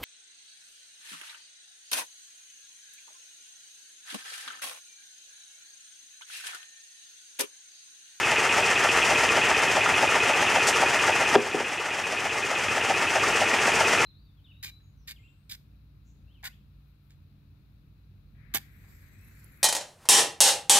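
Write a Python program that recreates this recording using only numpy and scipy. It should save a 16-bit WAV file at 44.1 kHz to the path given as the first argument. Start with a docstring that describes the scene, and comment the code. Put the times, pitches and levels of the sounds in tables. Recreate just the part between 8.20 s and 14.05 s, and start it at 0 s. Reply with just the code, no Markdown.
"""Saw-driven soil sieve in a backyard.

A reciprocating saw shakes a wooden tray in a steel frame, about 7.6 strokes a second. Each stroke
knocks the tray, makes the runners chatter and throws stones and soil across the wire mesh.
A shovel stabs the ground, then topples onto a plastic wheelbarrow; the automatic gain ducks
and creeps back. A wall and a fence scatter a little sound."""
import sys
import numpy as np
from scipy import signal
from scipy.fft import rfft, irfft, next_fast_len
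from scipy.io import wavfile
from scipy.ndimage import uniform_filter1d

SR = 44100
rng = np.random.default_rng(int(sys.argv[2]) if len(sys.argv) > 2 else 0)


def unload_audio(sound):
    """Save the sound as a 16-bit wav file, at the path given as the first command line argument."""
    columns = np.transpose(np.atleast_2d(sound))
    # keep every value between -1 and 1, then stretch to whole-number steps
    steps = np.round(np.clip(columns, -1, 1) * 32767)
    wavfile.write(sys.argv[1], SR, steps.astype(np.int16))


N = 257984
TIME = np.arange(N) / SR


def undb(db):
    """Decibels to gain."""
    return 10 ** (np.asarray(db) / 20)


def level(x, db):
    """Scale to an rms level."""
    return x * undb(db) / np.sqrt(np.mean(x ** 2))


def butter(x, order, hz, kind="low"):
    """Causal Butterworth filter."""
    return signal.sosfilt(signal.butter(order, hz, kind, fs=SR, output="sos"), x)


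def colour(x, spectrum):
    """Filter by (frequency [Hz], gain [dB]) points."""
    hz, db = np.transpose(spectrum)
    size = next_fast_len(N + 4096)
    bins_hz = np.maximum(np.fft.rfftfreq(size, 1 / SR), 1)
    gain = undb(np.interp(np.log(bins_hz), np.log(hz), db))
    return irfft(rfft(x, size) * gain, size)[:N]


def impulses(times_s, sizes):
    """Impulse train of given times and sizes."""
    at = np.round(np.ravel(times_s) * SR).astype(int)
    inside = (at >= 0) & (at < N)
    return np.bincount(at[inside], np.ravel(sizes)[inside], N)


def decay(x, tau_s):
    """Give each impulse an exponential tail."""
    return signal.lfilter([1], [1, -np.exp(-1 / (tau_s * SR))], x)


def grains(rate_hz, spread_db):
    """Random collisions of unit rms; spread_db scales their size scatter."""
    size = undb(spread_db * np.minimum(rng.exponential(size=N), 3))
    return level((rng.random(N) < rate_hz / SR) * size * rng.choice([-1, 1], N), db=0)


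def ring(x, modes):
    """Drive damped modes of alternating sign; little radiates below the lowest."""
    t = TIME[:SR // 2]
    body = sum((-1) ** k * undb(db) * np.sin(2 * np.pi * hz * t) * np.exp(-np.log(1000) * t / t60_s)
               for k, (hz, db, t60_s) in enumerate(modes))
    return signal.fftconvolve(x, butter(body, 2, 0.5 * modes[0][0], "high"))[:N]


def diffuse(x, t60_s):
    """Convolve with a decaying noise tail of unit energy."""
    t = TIME[:SR // 2]
    tail = rng.standard_normal(len(t)) * np.exp(-np.log(1000) * t / t60_s)
    return signal.fftconvolve(x, tail / np.sqrt(np.sum(tail ** 2)))[:N]


def latest(starts_s):
    """Per sample, index of the latest start; 0 before the first."""
    return np.maximum(np.searchsorted(starts_s, TIME) - 1, 0)


# Side reflections: (frequency [Hz], gain [dB])
SIDE_SPECTRUM = [(60, -19), (130, -8), (350, -16), (1400, -26), (2800, -15.5), (5500, -37), (13000, -5)]

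def yard(x):
    """Block wall and fence scatter sound from ahead and from the sides; stereo."""
    delayed = np.pad(x, (SR // 80, 0))
    mid = x + undb(-16) * diffuse(delayed, t60_s=0.29)
    side = colour(diffuse(delayed, t60_s=0.12), SIDE_SPECTRUM)
    return np.array([mid + side, mid - side])


def soil_fall(peak_s=1.0, spread_s=0.35, band_hz=(52, 80)):
    """The bulk of the soil drops through the mesh and thuds softly on the ground."""
    thuds = butter(grains(rate_hz=300, spread_db=2), 2, band_hz, "band")
    return level(thuds, db=-53) * np.exp(-0.5 * ((TIME - peak_s) / spread_s) ** 2)


# Drumming of the loaded tray: (frequency [Hz], gain [dB])
RUMBLE_SPECTRUM = [(40, -20), (75, -4), (90, -4.5), (130, -2), (160, 0), (260, -1), (400, 4.5), (900, -37)]

def tray_rumble(shake_db):
    """The loaded tray drums low, louder as the frame shakes harder."""
    drumming = colour(grains(rate_hz=1500, spread_db=2.5), RUMBLE_SPECTRUM)
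    return level(drumming * undb(1.8 * shake_db), db=-43)


# Drive jolts per stroke: (delay [s], frequency [Hz], level [dB], t60 [s])
CRANK_JOLTS = [(0.013, 105, -41, 0.14), (0.037, 363, -24, 0.022), (.057, 455, -24, 0.059),
               (0.061, 123.4, -37.5, 0.14), (.03, 75.5, -47, 0.22), (0.106, 260, -33.5, 0.1)]

def saw(strokes_s, shake_db, jitter_s=0.00071, uneven_db=2.5):
    """The crank jolts the frame at set points of each stroke; the frame sways at 4x the stroke rate."""
    jolts = 0
    for delay_s, hz, db, t60_s in CRANK_JOLTS:
        timing, force = rng.standard_normal((len(strokes_s), 2)).T
        blows = impulses(strokes_s + delay_s + jitter_s * timing, undb(uneven_db * force))
        jolts = jolts + ring(blows, [(hz, db, t60_s)])
    turns = np.interp(TIME, strokes_s, np.arange(len(strokes_s)))
    sway = np.sin(2 * np.pi * 4 * turns)
    return (jolts + level(sway, db=-63.5)) * undb(shake_db)


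# Grit on wire mesh: (frequency [Hz], gain [dB])
SOIL_SPECTRUM = [(1500, -27), (4100, -6.5), (4900, -1), (6100, 0), (9000, -7), (11500, -19), (13500, -23),
                 (15500, -48)]

def soil_hiss(activity_db):
    """Grit slides over and rains through the whole mesh: a wide stereo hiss."""
    grit = (grains(rate_hz=8000, spread_db=2) * undb(activity_db) for _ in range(2))
    mid, side = (level(colour(x, SOIL_SPECTRUM), db=-34.5) for x in grit)
    side = colour(side, [(4000, -13.5), (9000, -8), (13000, -5)])
    return np.array([mid + side, mid - side])


# Blade in grit: (frequency [Hz], gain [dB])
BLADE_SPECTRUM = [(2000, -9), (4000, -5), (4900, -2), (7400, 1.5), (10000, -8.5), (13900, -23),
                  (15500, -39)]

def shovel_stab(start_s=2.468, rise_s=0.0038, length_s=0.026, fade_s=0.014):
    """The steel blade shears into gritty ground."""
    age_s = TIME - start_s
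    push = np.clip(age_s / rise_s, 0, 1) * np.exp(-np.maximum(age_s - length_s, 0) / fade_s)
    return push * level(colour(grains(rate_hz=2600, spread_db=2), BLADE_SPECTRUM), db=-24)


# Handle landing and bouncing: (time [s], tub level [dB], rim level [dB])
HANDLE_HITS = [(3.154, -16, -6), (3.1565, -18, -13), (3.1590, -0.5, -5), (3.3446, -9, -34),
               (3.3513, -19.5, -27), (3.4030, -17, -18)]
# Wheelbarrow tub: (frequency [Hz], gain [dB], t60 [s])
TUB_MODES = [(130, -27, 0.11), (239, -16.5, 0.15), (303.6, -5, 0.035), (406, 1.5, 0.045),
             (515, -8.5, 0.086), (752, -8.5, 0.053)]
# Handle on rim: (frequency [Hz], gain [dB], t60 [s])
RIM_MODES = [(633, 0, 0.015), (935, -1.5, 0.022), (1350, -3.5, 0.013), (1750, -3, 0.017), (1790, -14, .025),
             (2380, -10, 0.011), (3380, -9, 0.012), (5000, -16, 0.0085)]

def shovel_fall():
    """The wooden handle cracks on the rim; the plastic tub booms, then shudders."""
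    hits_s, tub_db, rim_db = np.transpose(HANDLE_HITS)
    boom = ring(impulses(hits_s, undb(tub_db)), TUB_MODES)
    crack = ring(impulses(hits_s, undb(rim_db)), RIM_MODES)
    shudder = diffuse(np.pad(boom + crack, (SR // 60, 0)), t60_s=0.33)
    return boom + crack + level(shudder, db=-41.5)


# Large stones on the frame: (time [s], level [dB])
STONE_HITS = [(1.12, -15.5), (1.374, -20), (1.659, -22), (2.556, -19), (2.833, -18), (2.956, -19),
              (5.033, -16)]
# Steel frame: (frequency [Hz], gain [dB], t60 [s])
FRAME_MODES = [(1175, -0.5, 0.041), (1268, 0.5, 0.038), (1385, 1, 0.038), (1774, -4.5, 0.052),
               (2099, -3.5, 0.089)]

def stone_clinks(contact_hz=1500):
    """Large stones strike the frame; their long contact favours its lower modes."""
    hits_s, db = np.transpose(STONE_HITS)
    blows = impulses(hits_s, undb(db))
    clatter = decay(blows, tau_s=0.01) * grains(rate_hz=1500, spread_db=6.5)
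    return ring(butter(undb(-7) * blows + undb(-23) * clatter, 4, contact_hz), FRAME_MODES)


# Stones on the tray: (frequency [Hz], gain [dB])
STONE_SPECTRUM = [(30, -30), (50, -25), (110, -13), (160, -15.5), (280, -13.5), (410, -4), (520, -7.5),
                  (900, -1.5), (1070, -7.5), (1300, -5), (1520, -6), (1850, -1.5), (2100, -4), (2240, -6),
                  (2520, -2.5), (3250, -10.5), (3900, -21), (7000, -49)]

def stone_tumble(activity_db):
    """Stones tumble on the tray and set the loose frame ringing."""
    tumble = colour(grains(rate_hz=5200, spread_db=2) * undb(activity_db), STONE_SPECTRUM)
    jangle = ring(grains(rate_hz=150, spread_db=2.5) * undb(activity_db), FRAME_MODES)
    return level(tumble, db=-24.5) + level(jangle, db=-33)


# Activity within a stroke: (delay [s], stone level [dB], soil level [dB])
THROW_CYCLE = [(0, 4, 3.5), (.015, 2.5, 1.5), (.028, 0, -1), (.05, 0.5, -1.5), (.072, 3.5, 5), (.095, 3, 1),
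               (.108, 3.5, 2.5), (.122, 5.5, 6.5)]

def load_throw(strokes_s, throw_s=0.096, uneven_db=0.8):
    """Stone and soil activity [dB] as each stroke throws the load; the amount of soil varies."""
    age_s = TIME - strokes_s[latest(strokes_s)]
    delay_s, *curves_db = np.transpose(THROW_CYCLE)
    period_s = np.mean(np.diff(strokes_s))
    stone_db, soil_db = (np.interp(age_s, delay_s, db, period=period_s) for db in curves_db)
    amount_db = uneven_db * rng.standard_normal(len(strokes_s))
    return stone_db, soil_db + np.interp(TIME, strokes_s + throw_s, amount_db)


# Steel runners: (frequency [Hz], gain [dB], t60 [s])
RUNNER_MODES = [(2499, 2, 0.039), (2660, 0, 0.017), (2788, -4.5, 0.028), (2955, -6.5, 0.014),
                (3290, -11, 0.0089)]

def runners(strokes_s, chatter_db, uneven_db=0.2, delay_s=0.032, length_s=0.023, fade_s=0.018):
    """On the return the tray scrapes loose, then squeaks along its runners in quick, uneven slips."""
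    squeak = ring(grains(rate_hz=1100, spread_db=-0.5), RUNNER_MODES)
    power = np.abs(uniform_filter1d(squeak ** 2, SR // 90))
    squeak = squeak / np.sqrt(power + 1e-9)  # friction limits the swing
    slip_db = np.interp(strokes_s, TIME, chatter_db) + uneven_db * rng.standard_normal(len(strokes_s))
    slips_s = strokes_s + delay_s
    slip = latest(slips_s)
    age_s = TIME - slips_s[slip]
    attack = np.interp(age_s, [0, 0.001, length_s / 2], [0, undb(-2), 1])
    release = np.exp(-np.maximum(age_s - length_s, 0) / fade_s)
    friction = colour(grains(rate_hz=3500, spread_db=2),
                      [(900, -29), (1700, 8.5), (2600, -6), (3300, 4), (3900, -8.5), (7000, -50)])
    scrape = level(friction, db=-28) * decay(impulses(slips_s, undb(slip_db)), tau_s=0.0082)
    return squeak * attack * release * undb(slip_db[slip] - 26) + scrape


# Saw speed: (time [s], stroke rate [Hz])
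STROKE_RATE = [(0, 7.595), (1.6, 7.6), (3.6, 7.65), (4.1, 7.77), (5.0, 7.74), (5.85, 7.64)]

def stroke_times(first_s=-0.0044):
    """Stroke starts [s], one per crank turn."""
    turns = np.cumsum(np.interp(TIME, *np.transpose(STROKE_RATE))) / SR
    return first_s + np.interp(np.arange(np.ceil(turns[-1])), turns, TIME)


# Tray swing into its stop: (time [s], hard knock level [dB])
TRAY_SWING = [(0.3, -20.5), (1.1, -19), (1.55, -17.5), (2.1, -17.5), (2.4, -14), (3.1, -15), (3.7, -24.5),
              (4.3, -18.5), (5.5, -17)]
# Skipped beats, where hard and soft knocks swap: (time [s])
SKIPS_S = [1.25, 4.0, 4.63, 5.54]

def knock_pattern(strokes_s, softer_db=6.5, lead_s=0.007496, reference_db=-17, lead_s_per_db=0.001):
    """Knock times [s] and levels [dB]: just before each stroke, hard and soft in turn, softer earlier."""
    soft = (np.arange(len(strokes_s)) + np.searchsorted(SKIPS_S, strokes_s)) % 2 == 0
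    db = np.interp(strokes_s, *np.transpose(TRAY_SWING)) - softer_db * soft
    return strokes_s - lead_s - lead_s_per_db * (reference_db - db), db


# Wooden tray: (frequency [Hz], gain [dB], t60 [s])
TRAY_MODES = [(520, -9.5, 0.043), (627, -3, 0.044), (701, -7.5, 0.063), (776, -2.5, 0.039),
              (918, -5.5, 0.046), (1370, -13, 0.011), (1800, -13, 0.023)]

def tray_knocks(knocks_s, db, rebound_s=0.0095, settle_s=0.025, settle_db=-8, soft_hz=800):
    """The tray hits its stop, rebounds and settles with duller blows; stones jump and patter back."""
    timing, force_db = rng.standard_normal((len(knocks_s), 2, 2)).swapaxes(0, 1)
    hits = impulses(knocks_s, undb(db))
    bounces_s = knocks_s[:, None] + np.array([rebound_s, settle_s]) * (1 + 0.116 * timing)
    bounces_db = db[:, None] + np.array([0, settle_db]) + force_db
    bounces = impulses(bounces_s, undb(bounces_db))
    blows = hits + butter(bounces, 2, soft_hz)
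    patter = decay(hits + bounces, tau_s=0.0057) * grains(rate_hz=4000, spread_db=3)
    wood = ring(undb(1.04) * blows + undb(-26) * patter, TRAY_MODES)
    return wood + undb(4.5) * colour(patter, STONE_SPECTRUM)


# Slow drift of the sieve: (time [s], tray load [dB], frame shake [dB], runner chatter [dB])
SIEVE_DRIFT = [(0, 0, -2, 2), (0.898, 2, 0, 3.5), (1.6, 1, 0, 1.5), (2.4, 1, -0.5, 1), (3.1, 0, -0.5, 0),
               (3.801, -1, -1.5, 0.5), (4.6, -0.76, 0.5, 0), (5.3, 0.5, 0.5, -1), (5.85, 2.5, 4, 1.5)]

def scene(left_bias_db=1.0):
    """Sieve and shovel in the yard, slightly left of centre."""
    strokes_s = stroke_times()
    times_s, *curves_db = np.transpose(SIEVE_DRIFT)
    load_db, shake_db, chatter_db = (np.interp(TIME, times_s, db) for db in curves_db)
    stone_db, soil_db = load_throw(strokes_s)
    sieve = (stone_tumble(stone_db + load_db) + tray_knocks(*knock_pattern(strokes_s))
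             + runners(strokes_s, chatter_db) + saw(strokes_s, shake_db)
             + tray_rumble(shake_db) + stone_clinks())
    stereo = yard(sieve + soil_fall() + shovel_stab() + shovel_fall()) + soil_hiss(soil_db + load_db)
    return stereo * undb([[left_bias_db / 2], [-left_bias_db / 2]])


def gain_control(x, ceiling_db=-11, recovery_db_per_s=4.0, attack_s=0.00075):
    """A burst over the ceiling ducks the gain fast; it recovers slowly."""
    power = uniform_filter1d(np.mean(x ** 2, axis=0), SR // 125)
    over_db = np.maximum(10 * np.log10(np.abs(power) + 1e-12) - ceiling_db, 0)
    ramp_db = recovery_db_per_s * TIME
    duck_db = np.maximum.accumulate(over_db + ramp_db) - ramp_db
    pole = np.exp(-1 / (attack_s * SR))
    return x * undb(-signal.lfilter([1 - pole], [1, -pole], duck_db))


def record(dry, low_hz=24, top_hz=15400):
    """Bass cut, automatic gain, steep treble cut."""
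    ducked = gain_control(butter(dry, 2, low_hz, "high"))
    return signal.sosfilt(signal.ellip(10, 0.2, 80, top_hz, fs=SR, output="sos"), ducked)


dry = scene()
out = record(dry)
unload_audio(out)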